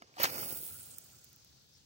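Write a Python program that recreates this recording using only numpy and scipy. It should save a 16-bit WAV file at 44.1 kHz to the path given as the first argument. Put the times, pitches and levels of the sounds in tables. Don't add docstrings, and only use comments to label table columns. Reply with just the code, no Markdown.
import sys
import numpy as np
from scipy import signal
from scipy.fft import rfft, irfft
from scipy.io import wavfile
from scipy.ndimage import uniform_filter1d

SR = 44100
rng = np.random.default_rng(int(sys.argv[2]) if len(sys.argv) > 2 else 0)


def wav_out(sig):
    wavfile.write(sys.argv[1], SR, np.round(np.clip(np.atleast_2d(sig).T, -1, 1) * 32767).astype(np.int16))


def voltage_ratio(level):
    return 10 ** (np.asarray(level, float) / 20)


N = 81585
ROD_LAG_S = .00032
LINE_FREE_S = .2


def evened(x):
    return x / np.sqrt(np.mean(x ** 2) + 1e-20)


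def read(points, hz):
    f, value = np.transpose(points)
    return np.interp(np.log(hz + 1), np.log(f + 1), value)


def along(table, column):
    rows = np.array(table)
    return np.interp(np.arange(N) / SR, rows[:, 0], rows[:, column])


def add(mix, s, sound):
    part = mix[:, round(s * SR):][:, :sound.shape[1]]
    part += sound[:, :part.shape[1]]


def ring(x, hz, width):
    r = np.exp(-np.pi * width / SR)
    poles = [1, -2 * r * np.cos(2 * np.pi * min(hz, SR / 2.2) / SR), r * r]
    once = signal.lfilter([1, 0, -1], poles, x)
    return signal.lfilter([1], poles, once)


def pair(x, lag_s, pan_db):
    late = np.roll(x, round(lag_s * SR), -1)
    return np.array([voltage_ratio(pan_db / 2) * late, voltage_ratio(-pan_db / 2) * x])


def hiss(spectrum, same, lag_s, pan_db, patchy_db, flicker_db, size, pitch=0.97, sag=0.):
    frames, hz = 4 * N // size + 5, np.fft.rfftfreq(size, 1 / SR)
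    a, b, c, d, patches = rng.standard_normal((frames, len(hz), 5)).T
    patches = uniform_filter1d(patches, size=9, axis=0)
    patches = evened(uniform_filter1d(patches, size=9, axis=1))
    flicker = evened(uniform_filter1d(rng.standard_normal(frames), size=4))
    same = np.clip(same(hz), -1, 1)[:, None]
    right = a + 1j * b
    lag = np.exp(-2j * np.pi * hz * lag_s)[:, None]
    left = same * right * lag + np.sqrt(1 - same ** 2) * (c + 1j * d)
    slide = np.maximum(pitch - sag * np.arange(frames) * size / (4 * SR), .3)
    level_db = read(spectrum, hz[:, None] / slide) + patchy_db * patches + flicker_db * flicker
    z = np.array([left * voltage_ratio(pan_db), right]) * voltage_ratio(level_db)
    return evened(signal.istft(z, nperseg=size, noverlap=3 * size // 4)[1][:, :N])


def chirp():
    length_s, start_hz, end_hz = .07, 5400, 4550
    t = np.arange(0, length_s, 1 / SR)
    hz = start_hz + (end_hz - start_hz) * (t / length_s) ** 4
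    rasp = evened(ring(rng.standard_normal(len(t)), 200, 350))
    swell = np.sqrt(np.hanning(len(t)))
    note = voltage_ratio(-64.5) * swell * rasp * np.sin(2 * np.pi * np.cumsum(hz) / SR)
    return pair(note, -.00039, 1.5)


# frequency in Hz, level in dB per Hz.
MARSH_COLOUR = [(26, -66), (60, -4.5), (125, -3.5), (200, -13.5), (1400, -25.5), (2300, -25.5), (5000, -14),
                (6800, -18), (8500, -28), (16500, -43)]
# frequency in Hz, left-right likeness from 0 to 1.
MARSH_LIKENESS = [(60, 0.52), (240, 1), (950, 0.35), (3770, 0.084), (15000, 0.57)]


def marsh():
    bed = hiss(MARSH_COLOUR, lambda hz: read(MARSH_LIKENESS, hz), -.0005, 1.5, 1.15, 1.0, size=1024)
    level_db, lull_db, return_s = -64.5, -7, 0.18
    out = voltage_ratio(level_db + lull_db * np.exp(-np.arange(N) / SR / return_s)) * bed
    add(out, 1.722, chirp())
    return out


# start in seconds, peak in dB, pitch in Hz, 60 dB decay in seconds.
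KNOCK_HITS = [(0.0202, -47.5, 700, 0.027), (0.021, -45.5, 1270, 0.027), (0.0216, -50.5, 2255, 0.016),
              (.022, -51.5, 2900, 0.018), (.021, -50, 1700, 0.029), (0.023, -57, 214, 0.044),
              (0.043, -58.5, 460, 0.015), (0.14, -53.5, 2400, 0.012), (.168, -47.5, 731, 0.13),
              (.182, -39, 890, 0.026), (0.2, -26.5, 567, 0.023), (.203, -45, 1200, 0.018),
              (0.24, -24, 2150, 0.022), (0.24, -36.5, 370, 0.026), (.256, -38.5, 2310, 0.045),
              (.372, -44, 640, 0.033), (0.38, -32, 1330, 0.014), (0.42, -51, 134, 0.11),
              (.422, -40, 580, 0.022), (0.43, -30.5, 1300, 0.013), (0.427, -50.5, 100, 0.052),
              (0.38, -51, 290, 0.013), (.63, -49.5, 343, .025), (0.713, -54.5, 96, .12),
              (0.58, -53.5, 136, 0.12)]
# multiple of its pitch, level in dB.
KNOCK_MODES = [(.42, -9.5), (1., 6.5), (1.63, 1), (2.9, -32), (5.3, -6)]


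def knocks():
    out, t = np.zeros((2, N)), np.arange(3000) / SR
    for (s, peak_db, hz, t60), grit in zip(KNOCK_HITS, rng.standard_normal((len(KNOCK_HITS), 3000))):
        body = 0
        for k, db in KNOCK_MODES:
            body = body + voltage_ratio(db - 60 * t * np.sqrt(k) / t60) * np.sin(2 * np.pi * k * hz * t)
        scrape = voltage_ratio(-6.5 - 60 * t / 0.02) * signal.lfilter([.4], [1, -.6], grit)
        sound = np.minimum(t / 0.00061, 1) * (0.56 * body + scrape)
        add(out, s, pair(np.append(voltage_ratio(peak_db) * sound, np.zeros(40)), ROD_LAG_S, -2.3))
    return out


# time in seconds, level in dB.
TIP_STROKE = [
    (0.13, -78),
    (0.194, -51),
    (0.202, -41.5),
    (0.226, -38.5),
    (0.244, -31.5),
    (0.284, -51),
    (0.3, -50),
]
# frequency in Hz, level in dB per Hz.
SWISH_COLOUR = [(88, -49), (150, -23), (500, -5), (1100, -4), (2200, -1.5), (4070, -8.5), (4540, -1),
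                (6000, -8.5), (12000, -20.5), (15600, -9), (22000, -120)]


def swish():
    t = np.arange(N) / SR
    early, late = np.maximum(TIP_STROKE[0][0] - t, 0), np.maximum(t - TIP_STROKE[-1][0], 0)
    over_db = -300 * late - 300 * early
    air = hiss(SWISH_COLOUR, lambda hz: .75 - .00003 * hz, ROD_LAG_S, 0.22, 2.7, 1.9, size=256)
    return voltage_ratio(along(TIP_STROKE, column=1) + over_db + 4.5) * air


# frequency in Hz, level in dB.
TICK_COLOUR = [(3000, -42), (6000, -24), (9000, -14), (12500, -11), (14300, -6), (15300, 0), (16000, -2),
               (16600, -40)]


def tick(bright, grit, rise_s, fall_s):
    t = np.maximum(np.arange(len(grit)) - 20, 0) / SR
    burst = grit * np.minimum(t / rise_s, 1) * np.exp(-t / fall_s)
    colour = voltage_ratio(bright * read(TICK_COLOUR, np.fft.rfftfreq(len(grit), 1 / SR)))
    sound = irfft(rfft(burst) * colour, len(grit))
    return sound / abs(sound).max()


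def coils():
    since = np.maximum(np.arange(N) / SR - LINE_FREE_S, 0)
    slow, fast, half_s = 900, 5000, .2
    rate = slow + fast * .5 ** (since / half_s)
    spread_db = 3. * np.minimum(rng.exponential(1, N), 4)
    size = voltage_ratio(spread_db) * (rng.random(N) < rate / SR)
    kind, grits = rng.integers(0, 16, N), rng.standard_normal((16, 300))
    ticks = np.zeros((2, N))
    for k, grit in enumerate(grits):
        train = signal.oaconvolve(size * (kind == k), tick(.65 + .035 * k, grit, .0003, .0007))[:N]
        ticks += pair(train, ROD_LAG_S + .00003 * (k % 5 - 2), 1.6 * (k % 4 - 1.5))
    start_db, end_db, swing_s = -8, -2.5, .3
    pan_db = end_db + (start_db - end_db) * np.exp(-since / swing_s)
    return evened(ticks / np.sqrt(rate)) * voltage_ratio(np.array([pan_db / 2, -pan_db / 2]))


# frequency in Hz, level in dB per Hz.
SPRAY_COLOUR = [(1500, -24.5), (4000, -14.5), (6500, -18.5), (8500, -7.5), (10000, -2), (12000, -2.5),
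                (16000, -17.5), (30000, -43)]


def spray():
    return hiss(SPRAY_COLOUR, lambda hz: .55 - .00003 * hz, ROD_LAG_S, -1.5, 1.86, 1.8, size=256,
                pitch=1.224, sag=0.48)


# frequency in Hz, level in dB per Hz.
RATTLE_COLOUR = [(50, -60), (110, -15.5), (250, -7), (450, -4.5), (900, -9.5), (2900, -14.5), (4050, -21.5),
                 (4900, -7.5), (7000, -18.5), (12000, -46.5)]


def rattle():
    return hiss(RATTLE_COLOUR, lambda hz: .88 - .00005 * hz, ROD_LAG_S, -2.3, 1.47, 1.0, size=512)


# time in seconds, level in dB,
# spray in dB over that level, rattle in dB over that level.
LINE_RUN = [(.175, -87.5, -32, 20), (.2, -45, -20, 0.5), (.3, -45, -8, -4), (.4, -40.5, -14, -3.5),
            (.46, -42.5, -6, -6), (.52, -40.5, -14.5, -9.5), (.6, -44, -5, -15.5), (.67, -44, -7, -16.5),
            (.76, -51, -2.5, -12.5), (.93, -58.5, 4, -8), (1.07, -63.5, -0.5, -6), (1.25, -70, 5.5, -4.5),
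            (1.45, -74.5, -1, -6), (1.85, -79, -12, -27)]


def line():
    ticks = coils()
    fizz = voltage_ratio(along(LINE_RUN, column=2)) * spray()
    shake = voltage_ratio(along(LINE_RUN, column=3)) * rattle()
    return voltage_ratio(along(LINE_RUN, column=1)) * (ticks + fizz + shake)


# start in seconds, peak in dB, left over right in dB, brightness as a factor.
CAUGHT_COILS = [(.1974, -33, -6, .5), (.2174, -31, -9, 1.5), (.2263, -31, -9, 1.6),
                (.2308, -15.5, -11, 2.1), (.2336, -18, -7, 2.1), (.2364, -26, -8, 1.8),
                (.2416, -22, -12, 1.3), (.3714, -34, -5, .8), (.4114, -32, -5, 1.1), (.4876, -30, -4, .9),
                (.4936, -33, -4, .8), (.4991, -30, -5, 1.2), (.5056, -35, -4, 1.), (.5194, -35, -4, 1.2),
                (.5464, -35, -5, 1.1), (.5594, -35, -3, 1.1), (.5874, -36, -3, 1.1), (.66, -39, -3, 1.),
                (.685, -36, -3.5, .9), (.7274, -39, -3, 1.1), (.8655, -46, -2, 1.), (.8999, -44, -3, .9),
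                (.9592, -47, -3, 1.3), (.9834, -30.5, -8.5, .8), (1.0091, -54, -3, .4),
                (1.0445, -48, -4.5, 1.1), (1.061, -52, -3, .9), (1.1009, -52, -4, .6),
                (1.1124, -50, -3, .7), (1.1303, -48, -6.5, 1.), (1.1474, -50, -3, 1.5),
                (1.1663, -53, -3, 1.4), (1.1794, -54, -3, .2), (1.1922, -53, -5.5, .8),
                (1.2438, -41.5, -7, .7), (1.29, -52, -5, .8), (1.3174, -58, -6, .8), (1.3289, -47, -6, .3),
                (1.3613, -46, -9.5, .8), (1.4002, -60, -2, .8), (1.4463, -46, -5, .5),
                (1.5085, -62, -2, .7), (1.5319, -63, -1.5, .8), (1.5778, -64, -1, .8),
                (1.6197, -61, -2, 1.), (1.6437, -61, -1.5, .9), (1.6661, -61, -2, 1.),
                (1.6891, -61, -3, .9), (1.713, -61, -2.5, .9), (1.737, -60, -2.5, 1.)]


def snaps():
    out = np.zeros((2, N))
    for (s, peak_db, pan_db, bright), grit in zip(CAUGHT_COILS, rng.standard_normal((len(CAUGHT_COILS), 300))):
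        snap = voltage_ratio(peak_db + .5) * tick(bright, grit, rise_s=.0005, fall_s=.001)
        add(out, s, pair(snap, ROD_LAG_S, pan_db))
    return out


def reel():
    t = np.arange(N) / SR - LINE_FREE_S
    drift = uniform_filter1d(uniform_filter1d(rng.standard_normal((2, N)), size=700), size=500)
    throb = voltage_ratio(3.5 * evened(drift))
    a, b = rng.standard_normal((2, N)) * throb
    spool = voltage_ratio(-60.5 - 20.5 * t) * evened(ring(a, hz=1413, width=280))
    hum = voltage_ratio(-59.5 - 13 * t) * evened(ring(b, hz=131.6, width=182))
    return (pair(spool, 0.000067, -0.052) + pair(hum, ROD_LAG_S, -2.5)) * np.clip(t / 0.1, 0, 1)


def scene():
    return marsh() + swish() + line() + snaps() + reel() + knocks()


# start in seconds, end in seconds, low edge in Hz, high edge in Hz.
MIDDLE_GAPS = [(.288, .4, 3130, 3440), (.288, .375, 3640, 3860), (.305, .33, 3640, 4330),
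               (.31, .375, 4040, 4330), (.372, .482, 3780, 4200), (.305, .35, 6100, 6350),
               (.4, .478, 6250, 6550), (.46, .482, 3200, 3600), (.528, .55, 3400, 4000),
               (.505, .545, 4250, 4480), (.555, .615, 4050, 4300), (.96, .982, 3700, 4600)]


def thinned(x):
    mid_side = np.array([x[0] + x[1], x[0] - x[1]]) / 2
    hz, t, z = signal.stft(mid_side, SR, nperseg=1024, noverlap=896)
    gap = np.zeros(z.shape[1:], bool)
    for start, end, low, high in MIDDLE_GAPS:
        gap |= np.outer((hz > low) & (hz < high), (t > start) & (t < end))
    z[0] *= np.where(gap, voltage_ratio(-60), 1)
    mid, side = signal.istft(z, SR, nperseg=1024, noverlap=896)[1][:, :N]
    return np.array([mid + side, mid - side])


def roll_off(x):
    return signal.sosfilt(signal.butter(12, 16960, fs=SR, output="sos"), x)


def record(dry):
    bass_cut = signal.butter(3, 60, "high", fs=SR, output="sos")
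    treble_cut = signal.firwin(301, 15950, window=("kaiser", 7), fs=SR)
    cut = signal.sosfilt(bass_cut, dry)
    cut = signal.oaconvolve(cut, treble_cut[None], "same")
    return roll_off(thinned(cut))


dry = scene()
out = record(dry)
wav_out(out)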